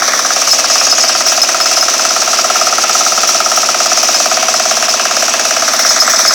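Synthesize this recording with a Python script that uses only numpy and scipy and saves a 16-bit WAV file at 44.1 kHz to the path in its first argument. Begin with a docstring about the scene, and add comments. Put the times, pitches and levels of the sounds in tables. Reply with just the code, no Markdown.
"""In an open field, a single-cylinder four-stroke tiller works through weedy soil a few metres from the listener.
Each firing is a quick high-then-low muffler pop of two falling notes; a repeating comb of engine orders clatters in step.
Shaped noise makes cooling air, churned soil and a singing cowl; dense taps make the guards jingle, slap and knock.
Loose steel tinkles and clinks as decaying sines. A small microphone with a limiter holds down the loudest peaks."""
import sys
import numpy as np
from scipy import signal
from scipy.fft import rfft, irfft
from scipy.io import wavfile
from scipy.ndimage import uniform_filter1d, minimum_filter1d, map_coordinates

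SR = 44100
rng = np.random.default_rng(int(sys.argv[2]) if len(sys.argv) > 2 else 0)


def put_to_file(sound):
    """Save the sound as 16-bit audio at rate SR, in the file named by the first command-line argument."""
    columns = np.atleast_2d(sound).T  # one column per channel
    safe = np.clip(columns, -1, 1)
    whole_steps = np.round(safe * 32767)
    wavfile.write(sys.argv[1], SR, whole_steps.astype(np.int16))


N = 279594
TIME = np.arange(N) / SR

# engine speed, sagging as the tines bite: time_s, firings_per_s
ENGINE_SPEED = [(0.0, 17.469), (0.3, 17.735), (1.04, 17.776), (1.33, 17.621), (1.75, 17.849),
                (3.26, 17.692), (3.69, 17.48), (4.38, 17.703), (4.53, 17.56), (5.47, 17.553),
                (5.68, 17.692), (6.34, 17.262)]
# how near the operator's body stands: time_s, nearness_0_to_1
OPERATOR_NEARNESS = [(0, 0.56), (.22, 0.49), (.4, 0.01), (3, 0.06), (5.5, 0), (5.8, 0.43), (6.34, 0.61)]
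# level of the muffler's low note, ahead of the exhaust gain: time_s, level_db
LOW_NOTE_LEVEL = [(0, -15.5), (1.5, -14), (2, -18), (2.45, -13), (3.1, -14), (3.9, -12.5), (5.2, -15.5),
                  (6.34, -15.5)]
# resonances of the muffler shell: pitch_hz, width_hz, level_db
MUFFLER_SHELL = [(651.3, 12, 3), (741.5, 34, -5), (1251, 30, -0.5), (1359, 15.4, 3.5), (1628, 23, 2.5)]
# tone of the engine block: frequency_hz, relative_level_db
BLOCK_TONE = [(60, -48), (88, -32), (105, -9.5), (185, -10.5), (212, 3.5), (285, 1), (370, 3.5), (440, -6),
              (540, 6), (660, 9.5), (780, 4), (900, 0), (1250, 8), (1700, -12)]
# tone of the cooling air and soil: frequency_hz, relative_level_db
AIR_TONE = [(25, -21), (70, -23), (150, -20.5), (260, -4.5), (450, -2), (680, 8), (900, -0.5), (1300, 1),
            (2200, 3.5), (2550, 6.5), (3100, 2.5), (4500, -2.5), (9000, -35), (17000, -20)]
# tone of the thin steel guards: frequency_hz, relative_level_db
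GUARD_TONE = [(150, -40), (2800, -24), (3700, -14), (4500, -9), (5300, -4), (5700, 0.5), (6050, 0.5),
              (6500, -6.5), (7100, -10.5), (8200, -18), (12000, -26.5), (17000, -30)]
# the hardest knocks of the guards: start_s, level_db
GUARD_KNOCKS = [(1.264, -7), (1.324, -12), (3.273, -8), (3.561, -7), (4.028, -11), (5.792, -4),
                (5.848, -11), (6.096, -3), (6.189, -4)]
# how hard the loose steel rings: time_s, level_db
STEEL_LEVEL = [(0, -39), (.55, -22), (1, -12), (1.5, -26), (2.7, -21), (4.7, -24), (5.6, -24),
               (6.34, -15.5)]
# ringing modes of the loose steel: pitch_hz, relative_level_db, t60_s
STEEL_MODES = [(4610, 5.5, 0.14), (5178, 13.5, 0.098), (5560, -24, .05), (5620, 6, 0.12), (6010, 4, 0.16),
               (6630, 5, 0.27), (7100, -21, 0.034), (7700, -2, 0.3), (8800, -7.5, 0.054),
               (10200, -11, 0.14), (14100, -24, 0.11)]
# the hardest blows of steel on steel: start_s, level_db
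STEEL_CLINKS = [(0.47, -12), (.5122, 7), (0.909, -4.5), (1.285, -3), (1.4172, 2.5), (1.6112, -2.5),
                (1.66, -5), (1.7654, -4), (1.81, -2), (4.147, -1.5), (4.89, -5.5), (5.892, 1.5), (6.001, 7),
                (6.2781, 2.5)]
# colour the operator's body gives rush and rattle when close: frequency_hz, gain_db
BODY_TONE = [(800, 0), (1150, 9.5), (1800, 10), (2300, 6.5), (2600, 1), (3050, -16), (3600, -0.5),
             (5000, -9), (6300, -4.5), (7500, -24.5), (11000, -4.5), (15500, -5)]

FIRST_FIRING_S = .0203  # before jitter
# the muffler's nominal notes: pitch_hz at the peak, glide_hz_per_s, peak_s, spread_s
HIGH_NOTE = (1320, -70000, .0027, .0017)
LOW_NOTE = (690, -22000, .0066, .0026)
# the high note's usual level ahead of the exhaust gain, and its lift when the outlet
# faces the listener or the operator's body reflects it
HIGH_DB, FACING_DB, REFLECTED_DB = -13, 2, 8.5
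# the machine swings round once: when the outlet faces the listener, and for how long
FACING_S, FACING_SPREAD_S = 3.11, 0.86
# the guards' usual jingle, and its lift when the operator's body reflects it
JINGLE_DB, JINGLE_NEAR_DB = -13.5, 9
CLINK_HZ = 5207  # hard blows mainly wake the steel mode nearest this pitch
TOP_HZ = 17100  # upper limit of the microphone


def undb(db):
    """Decibels to gain."""
    return 10 ** (np.asarray(db) / 20)


def unit(x):
    """Scale to rms 1."""
    return x / np.sqrt(np.mean(x ** 2))


def curve(table):
    """A two-column table as a curve over time."""
    s, value = np.transpose(table)
    return np.interp(TIME, s, value)


def ring(x, response):
    """Pass a sound through an impulse response."""
    return signal.oaconvolve(x.astype(np.float32), response.astype(np.float32))[:N]


def colour(x, points, size=4096):
    """Minimum-phase filter with the given outline of frequency_hz, level_db."""
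    hz, db = np.transpose(points)
    f = np.maximum(np.fft.rfftfreq(size, 1 / SR), 1)
    outline_db = np.interp(np.log(f), np.log(hz), db)
    # folding the cepstrum forward keeps the response from sounding early
    cepstrum = irfft(np.log(undb(outline_db)))
    cepstrum[1:size // 2] *= 2
    cepstrum[size // 2 + 1:] = 0
    return ring(x, irfft(np.exp(rfft(cepstrum))))


def resonate(x, hz, width_hz):
    """One band-pass resonance."""
    return signal.lfilter(*signal.iirpeak(hz, hz / width_hz, fs=SR), x)


def high_pass(x, order, hz):
    """Butterworth bass cut."""
    return signal.sosfilt(signal.butter(order, hz, "high", fs=SR, output="sos"), x)


def strikes(times, sizes):
    """One impulse at each time."""
    return np.bincount(np.clip(np.asarray(times) * SR, 0, N - 1).astype(int), sizes, N)


def walk(rate):
    """Random wander in straight lines between normal draws, `rate` draws per second."""
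    steps = rng.standard_normal(N // 16)
    return np.interp(TIME * rate, np.arange(len(steps)), steps)


def drift(sounds):
    """Fade slowly through several sounds, one after another, at even power."""
    place = TIME / TIME[-1] * (len(sounds) - 1)
    return sum(x * np.sqrt(np.maximum(1 - np.abs(place - k), 0)) for k, x in enumerate(sounds))


def nearness():
    """How near the operator's body stands, 0-1."""
    return curve(OPERATOR_NEARNESS)


def crank(jitter_s=0.00015):
    """Firing times, engine cycles turned, the number of the running cycle and the time since its firing."""
    turns = np.cumsum(curve(ENGINE_SPEED)) / SR
    turns -= np.interp(FIRST_FIRING_S, TIME, turns)
    steady = np.interp(np.arange(int(turns[-1]) + 1), turns, TIME)
    # one firing ahead of the start gives the opening its dying pop
    firings = np.r_[FIRST_FIRING_S - 1 / ENGINE_SPEED[0][1], steady]
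    firings = firings + jitter_s * rng.standard_normal(len(firings))
    cycle = np.maximum(np.searchsorted(firings, TIME) - 1, 0)
    age = np.maximum(TIME - firings[cycle], 0)
    return firings, turns, cycle, age


def note(age, hz, glide, peak_s, spread_s, stretch):
    """A few cycles that swell, sink in pitch and die; a stretched note sinks more slowly."""
    t = age - peak_s
    swell = np.exp(-(t / (spread_s * stretch)) ** 2 / 2)
    swell = swell * np.minimum(age * 2000, 1)  # half a millisecond of fade-in
    cycles = hz * t + glide / stretch ** 4 * t ** 2 / 2
    return unit(swell * np.sin(2 * np.pi * cycles))


def exhaust(firings, cycle, age, gain_db=-10.0, scatter_db=.5, gas=0.24, crack_db=-29, crack_s=0.0097,
            tail_db=-14, tail_s=0.0076, tail_rise_s=0.0017):
    """Blow-down sounds the muffler's high note, then its low one as pressure drops; frame and ground scatter both."""
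    high_chance, low_chance, warm_chance, length_chance = rng.standard_normal((len(firings), 4))[cycle].T
    facing = np.exp(-((TIME - FACING_S) / FACING_SPREAD_S) ** 2)
    high_db = HIGH_DB + FACING_DB * facing + REFLECTED_DB * nearness() + scatter_db * high_chance
    low_db = curve(LOW_NOTE_LEVEL) + scatter_db * low_chance
    warm_age = age * (1 + 0.011 * warm_chance)
    # the high note rings longest while the muffler is turned most squarely to the listener
    high = note(warm_age, *HIGH_NOTE, .86 + .32 * facing) * undb(high_db)
    low_stretch = 1 + 0.11 * np.tanh(length_chance)
    low = note(warm_age * (1 + 0.068 * facing), *LOW_NOTE, low_stretch) * undb(low_db)
    direct = (high + low) * (1 + gas * walk(1800)) * undb(gain_db)
    # the valve opens with a short crack of gas, softer when the outlet faces the listener
    crack = unit(resonate(rng.standard_normal(N), 1780, 380) * np.exp(-age / crack_s))
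    direct = direct + crack * undb(crack_db) * (1 - .5 * facing)
    # the muffler shell rings on between firings
    direct = direct + sum(undb(db) * resonate(direct, hz, width) for hz, width, db in MUFFLER_SHELL)
    # the pops carry little bass below about 250 Hz
    direct = high_pass(direct, 2, 250)
    t = TIME[:SR // 10]
    fade = np.exp(-t / tail_s) * (1 - np.exp(-t / tail_rise_s))
    # the scattered paths come and go as the machine moves
    tail = drift([ring(direct, rng.standard_normal(len(t)) * fade) for _ in range(6)])
    return direct + unit(tail) * np.std(direct) * undb(tail_db)


def block(turns, clatter_db=-24.0, count=100, size=8192):
    """Piston and valve gear clatter every cycle: a comb of engine orders whose pattern slowly changes."""
    place = (turns % 1 * size).astype(int)
    patterns = [irfft(np.exp(2j * np.pi * rng.random(count)), size)[place] for _ in range(7)]
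    return unit(colour(drift(patterns), BLOCK_TONE)) * undb(clatter_db)


def rush(age, air_db=-20.0, pulse=0.95, pulse_s=0.036, flutter_db=1.2):
    """Cooling air and churned soil: noise surging after each firing."""
    surge = (1 + pulse * np.exp(-age / pulse_s)) * undb(flutter_db * walk(25))
    return unit(colour(rng.standard_normal(N) * surge, AIR_TONE)) * undb(air_db)


def cowl(age, cowl_db=-31, hz=2620, width_hz=160, pulse=1., pulse_s=.02):
    """The engine's tin cowl sings in one thin band, shaken by each firing."""
    drive = rng.standard_normal(N) * (1 + pulse * np.exp(-age / pulse_s))
    return unit(resonate(drive, hz, width_hz)) * undb(cowl_db)


def guards(firings, turns, age, taps_per_s=2500, spread_db=-1.0, hiss=0.19, wander_db=.5,
           slap_db=-13, slap_s=0.0048, knock_s=0.026, crack=0.37):
    """Thin guards chatter in dense taps, slap at each firing and now and then knock hard."""
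    sizes = undb(spread_db * np.minimum(rng.exponential(size=N), 3.5))
    taps = (rng.random(N) < taps_per_s / SR) * sizes * rng.choice([-1, 1], N)
    # the shaft also shakes the frame four times a cycle
    sway = 1 + 0.12 * np.cos(2 * np.pi * 4 * (turns - .03))
    kick = 1 + 1.15 * np.exp(-age / 0.005)
    drive = (taps + hiss * rng.standard_normal(N)) * kick * sway * undb(2.0 * walk(60))
    jingle_db = JINGLE_DB + JINGLE_NEAR_DB * nearness() + wander_db * walk(3.15)
    jingle = unit(colour(drive, GUARD_TONE)) * undb(jingle_db)
    t = TIME[:SR // 10]
    uneven_db = 3.5 * rng.standard_normal(len(firings))
    slaps = ring(strikes(firings, undb(slap_db + uneven_db)), np.exp(-t / slap_s))
    start_s, level_db = np.transpose(GUARD_KNOCKS)
    knocks = ring(strikes(start_s, undb(level_db)), np.exp(-t / knock_s))
    # slaps and knocks share a ringing plate tone and a broad snap
    plate = unit(resonate(resonate(rng.standard_normal(N), 5760, 900), 5760, 900))
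    snap_tone = [(40, -40), (300, -23), (3000, 1.5), (12000, -9), (17000, -8)]
    snap = unit(colour(rng.standard_normal(N), snap_tone))
    return jingle + (slaps + knocks) * (plate + crack * snap)


def steel(touches_per_s=160, spread_db=4, others=0.059, loose=1.0):
    """Loose steel parts touch at random, each touch waking one of the modes; square blows clink out."""
    t = TIME[:SR // 6]
    start_s, blow_db = np.transpose(STEEL_CLINKS)
    main = np.argmin(np.abs(CLINK_HZ - np.transpose(STEEL_MODES)[0]))
    tinkle = clinks = 0
    for k, (hz, db, t60) in enumerate(STEEL_MODES):
        mode = np.sin(2 * np.pi * hz * t) * np.exp(-np.log(1000) * t / t60)
        gaps, force = rng.exponential(size=(2, 8000))
        times = np.cumsum(gaps) / touches_per_s
        sizes = undb(spread_db * np.minimum(force, 3))
        touches = strikes(times, (times < TIME[-1]) * sizes)
        tinkle = tinkle + undb(db) * ring(touches, mode)
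        share = 1 if k == main else others * undb(db)
        clinks = clinks + ring(strikes(start_s, undb(blow_db) * share), mode)
    # the parts buzz against their seats while they ring
    buzz = 1 + loose * walk(160)
    return unit(tinkle) * undb(curve(STEEL_LEVEL)) * buzz + clinks


def pings(per_s=7, ping_db=-30, spread_db=5, t60_s=0.22, touch_s=.002, detune=.004, count=80):
    """Light glancing touches, at random, wake only the steel's highest mode."""
    t = TIME[:SR // 5]
    fade = np.exp(-np.log(1000) * t / t60_s) * (1 - np.exp(-t / touch_s))
    out = np.zeros(N + len(t))
    chance = rng.uniform(-0.9, 1, (count, 3))
    times = np.cumsum(1 + chance[:, 0]) / per_s
    for start_s, (_, force, pitch) in zip(times, chance):
        start = int(start_s * SR)
        if start < N:
            hz = STEEL_MODES[-1][0] * (1 + detune * pitch)
            level = undb(ping_db + spread_db * force)
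            out[start:start + len(t)] += level * fade * np.sin(2 * np.pi * hz * t)
    return out[:N]


def contacts(tick_db=-17, tick_s=0.012, bright_hz=9000):
    """Each hard blow of steel starts with a short bright scrape of noise."""
    start_s, level_db = np.transpose(STEEL_CLINKS)
    burst = ring(strikes(start_s, undb(level_db + tick_db)), np.exp(-TIME[:SR // 10] / tick_s))
    return burst * high_pass(rng.standard_normal(N), 2, bright_hz)


def past_operator(x):
    """The sound turns boxier when the operator's body is close to the microphone."""
    near = nearness()
    return (1 - near) * x + near * colour(x, BODY_TONE)


def wobble(x, sway_s=.000025):
    """The shaking parts move to and fro, which smears their pitch."""
    heard_s = TIME + sway_s * walk(70)
    return map_coordinates(x, [heard_s * SR], order=3, mode="nearest")


def scene():
    """Exhaust, engine block, air and guards follow one crank; loose steel rings on its own times."""
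    firings, turns, cycle, age = crank()
    engine = exhaust(firings, cycle, age) + block(turns)
    clatter = past_operator(rush(age) + cowl(age) + guards(firings, turns, age))
    loose_steel = wobble(steel() + pings()) + contacts()
    return (engine + clatter + loose_steel)[None]


def record(dry, ceiling=1.287, bass_hz=70):
    """The small microphone drops the bass; a fast limiter and a soft clip hold the peaks; both ends are cut."""
    dry = high_pass(dry, 3, bass_hz)
    width = int(.003 * SR)
    # the gain ducks around each peak, then is smoothed over the same 3 ms
    gain = minimum_filter1d(np.minimum(1, ceiling / (np.abs(dry) + 1e-9)), width)
    limited = dry * uniform_filter1d(gain, width)
    clipped = limited / (1 + (limited ** 2) ** 4) ** (1 / 8)
    clipped = high_pass(clipped, 2, 65)
    return signal.sosfilt(signal.ellip(10, .1, 70, TOP_HZ, fs=SR, output="sos"), clipped)


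dry = scene()
out = record(dry)
put_to_file(out)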